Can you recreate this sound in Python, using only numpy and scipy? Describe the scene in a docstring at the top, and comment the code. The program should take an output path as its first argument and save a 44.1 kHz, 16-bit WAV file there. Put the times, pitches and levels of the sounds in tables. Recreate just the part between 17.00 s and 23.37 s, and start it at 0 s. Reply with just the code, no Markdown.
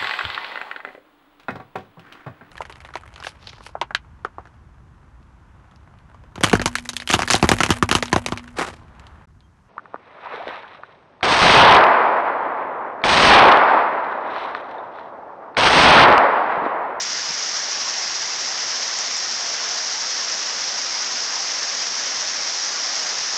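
"""A flooded field in heavy rain, heard on one microphone in the open air; the top end is bright and falls away
steeply. Thousands of drops a second land on the open water and merge into a fluttering hiss that slowly grows
louder. Heavier drops slap among them, and a few tick close to the microphone. In the distance the turbulent
flood rushes and its bubbles gurgle faintly. Moving air nudges the microphone."""
import sys
import numpy as np
from scipy import signal
from scipy.fft import rfft, irfft
from scipy.io import wavfile
from scipy.ndimage import uniform_filter1d

SR = 44100
rng = np.random.default_rng(int(sys.argv[2]) if len(sys.argv) > 2 else 0)


def generate_wav(sig):
    """Save sig (samples, or channels by samples) to the path in sys.argv[1] as 16-bit PCM at SR."""
    pcm = np.round(np.clip(np.atleast_2d(sig).T, -1, 1) * 32767).astype(np.int16)
    wavfile.write(sys.argv[1], SR, pcm)


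N = 281067

# Table levels are relative, within each table.
# The bright rain hiss as heard, with a raised band from about 4.9 to 6 kHz: frequency_hz, level_db
BRIGHT_HISS_SPECTRUM = [(60, -61), (700, -18), (1800, -11.5), (2500, -16), (3900, -10.5), (4400, -6.5),
                        (4750, -4), (4950, -0.5), (5600, 1.04), (6000, -1.3), (6130, -5), (6720, -5.5)]
# Spectrum of a heavy drop's slap: frequency_hz, level_db
SLAP_SPECTRUM = [(60, -47.0), (400, -14.0), (1200, -3), (4000, 0.0), (6000, 5.5), (8000, 0)]
# Drops landing close to the microphone: start_s, level_db
CLOSE_DROPS = [(0.022, -9.5), (1.408, -14), (1.988, -11), (2.168, -9.5), (4.637, -21)]
# Spectrum of a close drop's tick: frequency_hz, level_db
TICK_SPECTRUM = [(500, -24), (3000, -11.0), (6500, 0), (7300, 11.0), (8500, 8.5)]
# Spectrum of the flood from a distance: frequency_hz, level_db
FLOOD_SPECTRUM = [(25, -53.5), (55, -30), (100, -19), (160, -17), (250, -10.5), (350, -10), (480, -6),
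                  (660, -2.5), (1350, -3), (1800, -1.5), (2050, -1.5), (2400, -5.5), (3600, -6.5),
                  (6000, -22)]
# Large bubbles in the flood: start_s, pitch_hz, length_s, level_db
LARGE_BUBBLES = [(.84, 1047, 0.061, -36), (.895, 1105, 0.04, -39), (1.476, 747, 0.048, -37)]
# Spectrum of air rumbling on the microphone: frequency_hz, level_db
RUMBLE_SPECTRUM = [(10, -2.0), (35, -6), (80, -12), (300, -53.5)]
# Soft puffs of air on the microphone: start_s, pitch_hz, length_s, level_db
AIR_PUFFS = [(0.269, 184, 0.068, -49)]
# Steep fall of the top end: frequency_hz, gain_db
TREBLE_ROLLOFF = [(6720, 1.5), (6820, -8), (7450, -9), (7620, -16.5), (7850, -17.5), (7960, -25.5),
                  (8600, -26.5)]


def rain(start_db=-22, growth_db_per_s=0.1065):
    """Splats over the merged hiss of far drops; both surge, and flutter as drops arrive in clumps."""
    splats = impacts(per_s=9000, spread_db=1.64)
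    far_hiss = churn(rng.standard_normal(N), depth_db=1.9, bins=9, frames=16)
    bright_hiss = unit_rms(colour(splats + gain_of(-7) * far_hiss, BRIGHT_HISS_SPECTRUM))
    flutter_db = 0.64 * wander(lo_hz=11, hi_hz=17)
    surge_db = 0.44 * wander(lo_hz=3.4, hi_hz=7.3)
    shower_db = start_db + growth_db_per_s * np.arange(N) / SR
    return gain_of(shower_db + surge_db + flutter_db) * bright_hiss


def heavy_drops():
    """Fewer, heavier drops slap the water, each with a broad click."""
    slaps = colour(impacts(per_s=380, spread_db=3.0), SLAP_SPECTRUM)
    return gain_of(-35.5) * unit_rms(slaps)


def close_drops(spray_decay_s=0.015):
    """Drops land by the microphone: a sharp, bright tick, then a short spray of droplets."""
    out = np.zeros(N)
    t = np.arange(SR // 16) / SR
    tick = -4.5 * (t == 0)
    for start_s, level_db in CLOSE_DROPS:
        spray = 0.26 * rng.standard_normal(len(t)) * np.exp(-t / spray_decay_s)
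        add(out, start_s, gain_of(level_db) * (tick + spray))
    return colour(out, TICK_SPECTRUM)


def distant_flood():
    """Turbulent water far off: a broad, steady rush that churns in colour and heaves a little."""
    rush = churn(colour(rng.standard_normal(N), FLOOD_SPECTRUM), depth_db=0.92, bins=4, frames=28)
    heave_db = 0.3 * wander(lo_hz=0.4, hi_hz=2.0)
    return gain_of(-34.5 + heave_db) * unit_rms(rush)


def gurgles(small_count=260, lo_hz=620, hi_hz=2600):
    """A few large bubbles among many small ones, half buried in the distant rush."""
    out = np.zeros(N)
    for start_s, pitch_hz, length_s, level_db in LARGE_BUBBLES:
        add(out, start_s, bubble(pitch_hz, length_s, level_db))
    for when, register, life, strength in rng.random((small_count, 4)):
        pitch_hz = lo_hz * (hi_hz / lo_hz) ** register
        length_s = 0.014 + 0.039 * life
        level_db = -48 + 8 * strength + 2.5 * register
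        add(out, when * N / SR, bubble(pitch_hz, length_s, level_db))
    return out


def bubble(pitch_hz, length_s, level_db):
    """A bubble rings and rises in pitch as it nears the surface."""
    progress = np.arange(0, length_s, 1 / SR) / length_s
    cycles = np.cumsum(pitch_hz * (1 + 0.055 * progress)) / SR
    return gain_of(level_db) * np.sin(np.pi * progress) * np.sin(2 * np.pi * cycles)


def air_on_microphone():
    """Air moving over the microphone makes a faint, lumpy rumble and a soft puff."""
    rumble = unit_rms(colour(rng.standard_normal(N), RUMBLE_SPECTRUM))
    lumps = gain_of(8 * wander(lo_hz=0.97, hi_hz=5))
    out = gain_of(-78.5) * unit_rms(rumble * lumps)
    for start_s, pitch_hz, length_s, level_db in AIR_PUFFS:
        spectrum = [(pitch_hz / 3, -20), (pitch_hz, 0), (pitch_hz * 3, -25), (pitch_hz * 10, -70)]
        puff = colour(rng.standard_normal(int(length_s * SR)), spectrum)
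        add(out, start_s, gain_of(level_db) * unit_rms(puff) * np.hanning(len(puff)))
    return out


def impacts(per_s, spread_db):
    """Impulses at random times: many small ones and a few large."""
    strength = gain_of(spread_db * np.minimum(rng.exponential(1, N), 4))
    polarity = rng.choice([-1, 1], N)
    lands = rng.random(N) < per_s / SR
    return unit_rms(strength * polarity * lands)


def churn(x, depth_db, bins, frames, hop=128):
    """Lets patches of the spectrum, bins wide and frames long, swell and fade on their own."""
    framing = dict(nperseg=4 * hop, noverlap=3 * hop)
    spectra = signal.stft(x, **framing)[2]
    patches = uniform_filter1d(rng.standard_normal(spectra.shape), bins, axis=0)
    patches = unit_rms(uniform_filter1d(patches, frames, axis=1))
    return signal.istft(spectra * gain_of(depth_db * patches), **framing)[1][:N]


def wander(lo_hz, hi_hz):
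    """Random drift, mostly between two rates, with an rms of one."""
    hz = np.fft.rfftfreq(N, 1 / SR)
    band = (hz / lo_hz) ** 2 / (1 + (hz / lo_hz) ** 2) / (1 + (hz / hi_hz) ** 2)
    return unit_rms(irfft(rfft(rng.standard_normal(N)) * band, N))


def colour(x, spectrum, size=4096):
    """Causal filter with the given spectrum, so that clicks keep their sharp fronts."""
    frequency_hz, level_db = np.transpose(spectrum)
    bin_hz = abs(np.fft.fftfreq(size, 1 / SR))
    bin_db = np.interp(np.log(bin_hz + 1), np.log(frequency_hz + 1), level_db)
    minimum_phase = np.exp(np.conj(signal.hilbert(np.log(gain_of(bin_db)))))
    taps = np.fft.ifft(minimum_phase).real
    return signal.oaconvolve(x, taps[:size // 2])[:len(x)]


def add(mix, start_s, sound):
    """Mixes a sound in at a time."""
    part = mix[max(round(start_s * SR), 0):][:len(sound)]
    part += sound[:len(part)]


def gain_of(db):
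    """Decibels to amplitude."""
    return 10 ** (np.asarray(db) / 20)


def unit_rms(x):
    """Scales to an rms of one."""
    return x / np.sqrt(np.mean(x ** 2) + 1e-20)


def scene():
    """Open air, no echoes: far and near sources simply add at the microphone."""
    water = distant_flood() + gurgles() + rain() + heavy_drops() + close_drops()
    return (water + air_on_microphone())[None]


def record(dry, band_limit_hz=8670):
    """The treble falls away steeply in steps above about 6.7 kHz, then stops at the band limit; one channel."""
    heard = colour(dry[0], TREBLE_ROLLOFF)
    lowpass = signal.firwin(1023, band_limit_hz, window=("kaiser", 9), fs=SR)
    return signal.oaconvolve(heard, lowpass, "same")[None]


dry = scene()
out = record(dry)
generate_wav(out)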